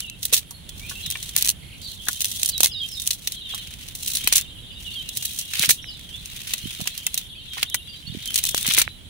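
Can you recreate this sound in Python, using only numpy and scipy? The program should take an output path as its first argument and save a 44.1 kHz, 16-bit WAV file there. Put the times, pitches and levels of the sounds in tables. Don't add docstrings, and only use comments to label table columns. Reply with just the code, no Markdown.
import sys
import numpy as np
from scipy import signal
from scipy.fft import rfft, irfft, next_fast_len
from scipy.io import wavfile
from scipy.ndimage import uniform_filter1d

SR = 44100
rng = np.random.default_rng(int(sys.argv[2]) if len(sys.argv) > 2 else 0)


def to_wav(s):
    ch = np.atleast_2d(s).T
    pcm = np.round(np.clip(ch, -1, 1) * 32767)
    wavfile.write(sys.argv[1], SR, pcm.astype(np.int16))


N = 400869

# (frequency [Hz], relative density [dB per Hz])
FIELD_SPECTRUM = [(15, -37), (25, -0.5), (70, 3), (157, -2), (427, -19), (1190, -28.5), (2480, -23.5),
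                  (3250, -17), (4140, -23.5), (5140, -33), (10700, -26.5), (11900, -42), (16000, -30)]
# (time [s], level [dB])
FAR_BIRD_LEVEL = [(0.0, -31.5), (0.2, -53.5), (0.55, -56.5), (1.07, -38.5), (1.45, -47), (1.68, -54),
                  (1.9, -42.5), (2.79, -37.5), (3.1, -52), (3.47, -35), (3.87, -52), (4.3, -34.5),
                  (4.54, -44.5), (4.88, -39), (5.65, -39.5), (5.95, -45.5), (6.68, -40), (7.74, -40.5),
                  (7.93, -43), (8.75, -31.5), (8.87, -50), (9.09, -50)]
# (start [s], end [s], first pitch [Hz], last pitch [Hz],
# bend [exponent, above 1 glides early], level before flutter and echo [dB])
NEAR_WHISTLES = [(0.016, 0.102, 3230, 2652, 2.4, -38), (.045, 0.069, 3430, 3530, 1.1, -48),
                 (0.53, 0.577, 4330, 4270, 1.1, -49), (.68, 0.747, 3530, 3320, 1.4, -49),
                 (0.794, 0.81, 3320, 3240, 1.1, -51), (0.802, 0.916, 2190, 2910, 0.86, -43),
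                 (1.025, 1.085, 4180, 3560, 0.93, -38), (0.951, 0.988, 2625, 2910, 0.71, -39),
                 (1.82, 1.905, 4870, 3980, 0.94, -38), (1.814, 1.887, 4250, 3420, 0.55, -39.5),
                 (2.506, 2.532, 5100, 4200, 1.1, -38), (2.529, 2.592, 4200, 3830, 3.6, -28.5),
                 (2.688, 2.743, 5660, 4500, 0.97, -40.5), (2.735, 2.813, 4330, 3727, 6.9, -30),
                 (2.77, 2.797, 4500, 4900, 1.1, -40), (2.714, 2.763, 3000, 2830, 1.16, -38),
                 (2.8, 2.863, 3500, 3174, 4.2, -27.5), (2.882, 2.959, 5820, 4500, .7, -42.5),
                 (2.944, 3.021, 4500, 3660, 5.5, -34.5), (3.498, 3.56, 3540, 3100, 1.7, -40),
                 (4.71, 4.75, 4870, 4800, 1.1, -55), (4.848, 4.903, 3080, 2730, 1.27, -35.5),
                 (4.928, 4.947, 4220, 4600, 1.2, -37), (4.951, 5.02, 3450, 3080, 2.4, -30.5),
                 (5.19, 5.226, 2750, 2890, 1.3, -39), (5.818, 5.845, 5200, 6000, 2.1, -45.5),
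                 (5.846, 5.981, 5990, 3530, 1.5, -46), (5.846, 5.923, 3010, 2910, 0.5, -42),
                 (6.09, 6.195, 2950, 3940, 0.88, -40.5), (6.615, 6.737, 2804, 3630, 1.14, -41),
                 (7.351, 7.42, 3040, 3100, 1.4, -47.5), (7.668, 7.749, 4580, 3005, 2.4, -37.5),
                 (7.887, 7.932, 4720, 4680, 0.39, -41.5), (8.065, 8.097, 4400, 4500, 0.94, -43),
                 (8.246, 8.307, 3195, 3030, 0.9, -34), (8.862, 8.935, 3930, 4020, 1.24, -49)]
# (start [s], end [s], period [s], top [Hz], bottom [Hz], final level before flutter and echo [dB])
WARBLE = (1.609, 1.757, .037, 3400, 2080, -43.5)
# (time [s], strength [dB], swing [Hz], left minus right [dB])
AIR_PUFFS = [(1.077, -31, 120, -10), (4.248, -31, 186, -1), (5.601, -25, 153, -4), (5.683, -25.5, 157, -14),
             (6.641, -26, 120, -16), (6.658, -21, 202, -24), (6.677, -29, 120, -18),
             (6.797, -27.5, 211, -16), (6.82, -22, 151, -28), (8.052, -35.5, 120, -12),
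             (8.079, -25.5, 132, -22), (8.101, -22.5, 120, -24), (8.125, -27, 143, -19),
             (8.15, -22, 259, -20), (8.172, -23, 170, -25), (8.686, -21.5, 179, -4), (8.868, -31, 88, -8)]
# (time [s], strength [dB], width [ms], ring [Hz], left minus right [dB])
PORT_TICKS = [(2.6058, -7.5, 0.084, 400, -29), (5.8434, -21, 0.27, 2290, -29),
              (8.5457, -7.5, 0.092, 350, 33), (8.8783, -10, 0.25, 1940, -34)]
# (time [s], strength [dB], left minus right [dB], pitch [Hz])
HEM_KNOCKS = [(0.325, -21, 0, 476), (0.3356, -13.5, 7, 2680), (0.51, -39, 1, 960), (0.912, -28, -1, 1470),
              (1.1533, -18, 2, 2360), (1.364, -20, 8, 2376), (1.4606, -26, 0, 2480),
              (2.0714, -24.5, 2, 1630), (2.086, -12, 0, 1453), (2.632, -20, 25, 820),
              (2.6448, -22.5, 0, 2580), (2.6575, -20, 6, 2130), (3.5378, -27.5, 0, 1100),
              (4.2737, -2.5, 4, 2545), (4.3239, -13, 6, 2454), (4.3608, -22, 8, 2310),
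              (4.3796, -23.5, -2, 2090), (5.6353, -9.5, -4, 2120), (5.6926, -4.5, -8, 1960),
              (5.7072, -12, 2, 2313), (6.5363, -18, 32, 2620), (6.8003, -28.5, -11, 630),
              (6.855, -36, 1, 984), (7.0668, -16, 5, 2683), (7.5699, -26, -5, 1023), (7.581, -24, 3, 1856),
              (7.6382, -33, 4, 1484), (7.744, -11.5, 0, 1975), (8.4383, -20, 14, 2550),
              (8.6474, -23, -4, 2170), (8.6565, -18, -3, 2680), (8.6759, -19.5, -15, 2490),
              (8.7648, -22, 7, 2630), (8.7785, -5, -2, 2077), (8.795, -15.5, 6, 1790),
              (8.8044, -20.5, 0, 2330), (8.8158, -10, -7, 2340)]
# (stop [s], length [s], rise, or fade if negative [dB],
# final mesh level [dB], final wet hem cord level [dB])
HAND_PULLS = [(0.012, 0.015, -19, -37, -46), (0.263, 0.035, 10, -30, -70), (0.354, 0.074, 22, -35, -29.5),
              (1.314, 0.53, 5.5, -35.5, -44), (1.423, 0.066, 7, -25, -29), (1.94, 0.14, 5, -38, -80),
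              (2.481, 0.42, 3.5, -28.5, -49), (2.645, 0.11, 14.5, -28, -38), (3.136, 0.29, 0.5, -36.5, -54),
              (3.36, 0.17, 5, -37, -46), (3.914, 0.42, -4, -43.5, -46), (4.172, 0.21, 19, -19.5, -37),
              (4.376, 0.21, 10.5, -26.5, -28.5), (5.083, 0.27, -3, -43.5, -49.5),
              (5.532, 0.37, -7, -36, -50), (5.647, 0.11, 13.5, -19.5, -20),
              (6.527, 0.64, 20.5, -33.5, -36.5), (7.24, 0.75, -7.5, -42, -46), (7.619, 0.23, 29, -33, -32),
              (8.307, 0.51, 19.5, -37.5, -37), (8.385, .05, 6.5, -27.5, -31.5),
              (8.491, 0.049, 7.5, -24.5, -42), (8.66, 0.094, -1.5, -29, -37.5),
              (8.81, 0.13, -0.5, -31.5, -24)]
# (time [s], strength [dB], t60 [ms])
KNOT_SNAPS = [(0.098, -25, 14), (0.229, -22.5, 48), (0.252, -12, 33), (0.326, -11, 120),
              (0.3337, -12.5, 104), (0.342, -16, 28), (0.3658, -17.5, 89), (0.376, -15, 37),
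              (0.508, -27.5, 55), (0.691, -28, 39), (0.894, -26, 130), (1.1014, -18.5, 16),
              (1.1107, -17.5, 17), (1.227, -25.5, 20), (1.3636, -6.5, 13), (1.3764, -14, 13),
              (1.3824, -14, 62), (1.4095, -20, 42), (1.4239, -11, 13), (1.447, -19, 19), (1.456, -15.5, 12),
              (1.462, -12, 22), (1.4745, -14, 23), (1.4844, -12.5, 22), (1.49, -10, 20), (1.5, -12, 20),
              (1.509, -19.5, 45), (2.0838, -11.5, 26), (2.1296, -22, 21), (2.2052, -16.5, 36),
              (2.219, -21, 17), (2.2446, -16, 22), (2.2541, -14.5, 18), (2.431, -11, 18), (2.4587, -13, 19),
              (2.4775, -21, 14), (2.4884, -15, 52), (2.579, -20, 17), (2.6044, -12, 42), (2.6315, -5.5, 26),
              (2.6431, -5.5, 56), (2.6586, -11, 10), (2.669, -22, 51), (2.998, -20, 44),
              (3.0184, -22.5, 44), (3.066, -21, 43), (3.074, -10.5, 19), (3.106, -13.5, 54),
              (3.13, -23, 68), (3.273, -12, 30), (3.3198, -22.5, 34), (3.5456, -21.5, 46),
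              (3.8847, -28, 24), (3.951, -24, 53), (4.0603, -24, 23), (4.078, -19, 43), (4.134, -25, 15),
              (4.1552, -23, 11), (4.243, -25, 20), (4.274, -8, 31), (4.3251, -6, 33), (4.3348, -18, 23),
              (4.3546, -11, 71), (4.3584, -15, 22), (4.3664, -14, 56), (4.38, -10.5, 41), (4.411, -21, 12),
              (5.0891, -18, 28), (5.171, -18.5, 34), (5.252, -19, 47), (5.3333, -28, 17), (5.3876, -19, 42),
              (5.411, -22.5, 32), (5.594, -10.5, 16), (5.6222, -13.5, 33), (5.634, -24, 34),
              (5.6568, -15, 26), (5.6903, -9, 146), (5.6957, -20, 50), (5.706, -5.5, 40), (6.257, -30, 29),
              (6.5357, -10.5, 29), (6.5793, -27.5, 40), (6.8033, -28, 25), (6.8116, -26, 50),
              (6.9766, -22, 35), (7.0662, -11, 21), (7.142, -15, 38), (7.1761, -11.5, 38),
              (7.6984, -25.5, 18), (7.7435, -13.5, 44), (8.257, -23, 21), (8.2751, -22.5, 20),
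              (8.342, -13.5, 31), (8.3568, -12, 35), (8.377, -18.5, 48), (8.387, -21, 17),
              (8.438, -8.5, 16), (8.452, -15, 12), (8.4626, -23, 22), (8.4894, -17, 16), (8.509, -25, 21),
              (8.5455, -14.5, 24), (8.5683, -24, 25), (8.609, -24, 19), (8.6284, -17.5, 8.9),
              (8.6651, -13.5, 29), (8.676, -14, 28), (8.6882, -13.5, 21), (8.699, -21, 54),
              (8.721, -17, 55), (8.736, -12.5, 28), (8.7468, -11, 13), (8.768, -19.5, 33),
              (8.7747, -13, 93), (8.784, -5.5, 32), (8.796, -16, 58), (8.8163, -7, 26)]
# (frequency [Hz], relative density [dB per Hz])
NYLON_SPECTRUM = [(290, -25), (500, -18.5), (1280, -28), (2070, -9), (2330, -18.5), (2540, -4.5),
                  (3250, -2.5), (4030, 3), (4940, -4.5), (6060, 2.5), (7210, -2), (9630, 2), (12900, -4.5),
                  (14900, -1.5), (16000, -1)]
# (time [s], left minus right [dB])
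HAND_POSITION = [(0.0, -2), (4.05, -0.5), (6.12, -1.5), (7.22, -1.5), (8.62, 0.5), (9.09, 2)]
SNAP_EDGES_HZ = (4800, 8500, 12000)

FIELD_DB = -44.5
INSECT_HZ, INSECT_WIDTH_HZ = 11000, 300
INSECT_DB = -59
FLUTTER_DB, CLEAR_ABOVE_DB = 7, -33
KNOCK_T60_MS, SOFTER_MS_PER_DB = 13.1, 1.84
PORT_LAG_TURNS = 0.49
TAKE_UP_DB_PER_S, LET_GO_DB_PER_S = 350, 300
SLACK_DB = -73
SNAP_TINT_DB = 2.5
TOP_HZ = 15700


def undb(db):
    return 10 ** (np.asarray(db) / 20)


def unit(x):
    return x / np.sqrt(np.mean(x ** 2))


def curve(table):
    return undb(np.interp(np.arange(N) / SR, *np.transpose(table)))


def colour(x, points):
    size = next_fast_len(N)
    hz, db = np.transpose(points)
    bins_hz = np.arange(size // 2 + 1) * SR / size
    gain = undb(np.interp(np.log(bins_hz + 1), np.log(hz), db))
    gain /= np.sqrt(np.mean(gain ** 2))
    return irfft(rfft(x, size) * gain, size)[..., :N]


def band(x, hz, width_hz):
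    return signal.lfilter(*signal.iirpeak(hz, hz / width_hz, SR), x)


def walk(rate):
    hold = int(SR / rate)
    steps = np.repeat(rng.standard_normal(N // hold + 1), hold)
    return uniform_filter1d(uniform_filter1d(steps, hold), hold)[:N]


def add(out, s, sound, pan_db):
    start = max(int(s * SR), 0)
    end = min(start + sound.shape[-1], N)
    ratio = undb(pan_db)
    sides = np.array([[ratio], [1]]) * np.sqrt(2 / (1 + ratio ** 2))
    out[:, start:end] += sound[..., :end - start] * sides


def whistle(length, first_hz, last_hz, bend, phase):
    u = np.arange(int(length * SR)) / (length * SR)
    hz = last_hz + (first_hz - last_hz) * (1 - u) ** bend
    tone = np.sin(2 * np.pi * (np.cumsum(hz) / SR + phase))
    return np.sqrt(2) * np.sin(np.pi * u) ** 0.29 * tone


def scatter(x, t60, wet_db):
    t = np.arange(int(t60 * SR)) / SR
    tail = rng.standard_normal((2, len(t))) * undb(-60 * t / t60)
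    tail /= np.sqrt(np.sum(tail ** 2, axis=1, keepdims=True))
    return x + undb(wet_db) * signal.fftconvolve(x, tail, axes=1)[:, :N]


def burst(db, t60_ms, rise_ms):
    t = np.arange(int(t60_ms / 1000 * SR)) / SR
    shape = undb(-60000 * t / t60_ms) * (1 - np.exp(-1000 * t / rise_ms)) ** 2
    return t, undb(db) * shape / shape.max()


def field():
    mid, side = rng.standard_normal((2, N))
    side = side - .5 * signal.lfilter(*signal.butter(1, 600, fs=SR), side)
    air = colour(np.array([mid + side, mid - side]), FIELD_SPECTRUM)
    swell_db = 1.5 * walk(3)
    tilt_db = np.array([[-1.8], [1.8]])
    insects = unit(band(rng.standard_normal((2, N)), INSECT_HZ, INSECT_WIDTH_HZ))
    insects *= undb(INSECT_DB + 5.1 * walk(13))
    return unit(air) * undb(FIELD_DB + swell_db + tilt_db) + insects


def far_birds():
    out = np.zeros((2, N))
    for when, length, pitch, lift, glide, size, side in rng.random((3000, 7)):
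        hz = 2600 + 650 * pitch + 1050 * lift ** 1.5
        first_hz = hz * (1 + .25 * (glide - .4))
        note = whistle(.007 + .022 * length ** 2, first_hz, hz, 1.5, size)
        add(out, when * N / SR, note * undb(20 * size), 10 * (side - .6))
    return unit(scatter(out, t60=.15, wet_db=7.5)) * curve(FAR_BIRD_LEVEL)


def warble():
    start, end, period, top_hz, bottom_hz, db = WARBLE
    t = np.arange(int((end - start) * SR)) / SR
    sweep = np.abs(2 * (t / period % 1) ** 1.5 - 1) ** 1.6
    hz = bottom_hz + (top_hz - bottom_hz) * sweep
    phase = 2 * np.pi * np.cumsum(hz) / SR
    overtone = .5 * ((hz < 2400) * np.sin(2 * phase))
    return start, undb(db - 7 * (1 - t / t[-1])) * (np.sin(phase) + overtone)


def near_birds():
    distant, clear = np.zeros((2, 2, N))
    for s, end, first_hz, last_hz, bend, db in NEAR_WHISTLES:
        layer = clear if db > CLEAR_ABOVE_DB else distant
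        add(layer, s, undb(db) * whistle(end - s, first_hz, last_hz, bend, 0), -5.5)
    add(distant, *warble(), -3)
    flutter = unit(undb(FLUTTER_DB * walk(170)))
    return scatter(distant * flutter, t60=0.3, wet_db=0.4) + scatter(clear, t60=0.2, wet_db=-10.5)


def puffs():
    out = np.zeros((2, N))
    t = np.arange(-.015, .03, 1 / SR)
    for s, db, hz, pan_db in AIR_PUFFS:
        cycles = hz * t
        window = np.exp(-(cycles / np.where(cycles < 0, .3, .7)) ** 2)
        add(out, s + t[0], -undb(db) * np.sin(2 * np.pi * cycles) * window, pan_db)
    return out


def ticks():
    out = np.zeros((2, N))
    ms = np.arange(-1, 4, 1000 / SR)
    for s, db, width_ms, hz, pan_db in PORT_TICKS:
        push = np.exp(-(ms / width_ms) ** 2 / 2) * np.cos(2 * np.pi * hz * ms / 1000)
        rebound = 0.14 * np.exp(-((ms - .8) / 0.27) ** 2)
        add(out, s + ms[0] / 1000, undb(db) * (push - rebound), pan_db)
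    return out


def knocks():
    out = np.zeros((2, N))
    count = len(HEM_KNOCKS)
    phases = rng.random((count, 4, 1, 1)) + PORT_LAG_TURNS * rng.random((count, 4, 2, 1))
    for (s, db, pan_db, hz), phase in zip(HEM_KNOCKS, phases):
        t, shape = burst(db, KNOCK_T60_MS - SOFTER_MS_PER_DB * db, rise_ms=0.23)
        partials = zip((1, .76, 1.17, 0.448), (1, 0.51, 0.7, 0.13), phase)
        ring = sum(size * np.sin(2 * np.pi * (ratio * hz * t + turn)) for ratio, size, turn in partials)
        add(out, s, shape * ring, pan_db)
    rough = band(rng.standard_normal((2, N)), 230, 630)
    return out * (0.39 + 0.27 * unit(rough))


def drag():
    t = np.arange(0, N / SR + .002, .002)
    power = np.full((2, len(t)), undb(2 * SLACK_DB))
    for stop, length, swell_db, mesh_db, cord_db in HAND_PULLS:
        start = stop - length
        db = np.interp(t, [start - 1, start, stop, stop + 1],
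                       [-swell_db - TAKE_UP_DB_PER_S, -swell_db, 0, -LET_GO_DB_PER_S])
        power += undb(2 * (db + np.array([[mesh_db], [cord_db]])))
    return [np.interp(np.arange(N) / SR, t, np.sqrt(p)) for p in power]


def snap_envelopes():
    snaps = np.zeros((len(SNAP_EDGES_HZ) + 1, 2, N))
    tints = unit(undb(SNAP_TINT_DB * rng.standard_normal((len(KNOT_SNAPS), len(snaps)))))
    for (s, db, t60_ms), tint in zip(KNOT_SNAPS, tints):
        t, shape = burst(db, t60_ms, rise_ms=0.52)
        crack_and_spray = shape * (0.8 + 1.2 * np.exp(-t / 0.0011))
        for layer, gain in zip(snaps, tint):
            add(layer, s, gain * crack_and_spray, 0)
    return snaps


def slip_grain():
    chance = rng.random((2, N))
    slips = (chance[0] < 350 / SR) * undb(-4.4 * np.log(1 - chance[1]))
    crackle = signal.lfilter([1], [1, -undb(-60 / (0.024 * SR))], slips)
    return unit(1.3 + crackle)


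def tinted(snaps, hiss):
    lows = []
    for hz in SNAP_EDGES_HZ:
        lowpass = signal.butter(2, hz, fs=SR, output="sos")
        lows.append(signal.sosfiltfilt(lowpass, hiss))
    bands = np.diff([0 * hiss] + lows + [hiss], axis=0)
    return np.sum(snaps * bands, axis=0)


def net():
    snaps = snap_envelopes()
    grain = slip_grain()
    clumps = unit(undb(3 * walk(2000)))
    hiss = colour(clumps * rng.standard_normal((2, N)), NYLON_SPECTRUM)
    cord = unit(band(band(rng.standard_normal((2, N)), 2990, 2450), 2970, 2600))
    mesh_gain, hem_gain = drag()
    side = np.sqrt(curve(HAND_POSITION))
    rustle = mesh_gain * grain * hiss + hem_gain * grain * cord
    return (tinted(snaps, hiss) + rustle) * np.array([side, 1 / side])


def scene():
    return field() + far_birds() + near_birds() + puffs() + ticks() + knocks() + net()


def record(dry):
    top_cut = signal.ellip(10, .2, 70, TOP_HZ, fs=SR, output="sos")
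    return signal.sosfilt(top_cut, np.clip(dry, -1, 1))


dry = scene()
out = record(dry)
to_wav(out)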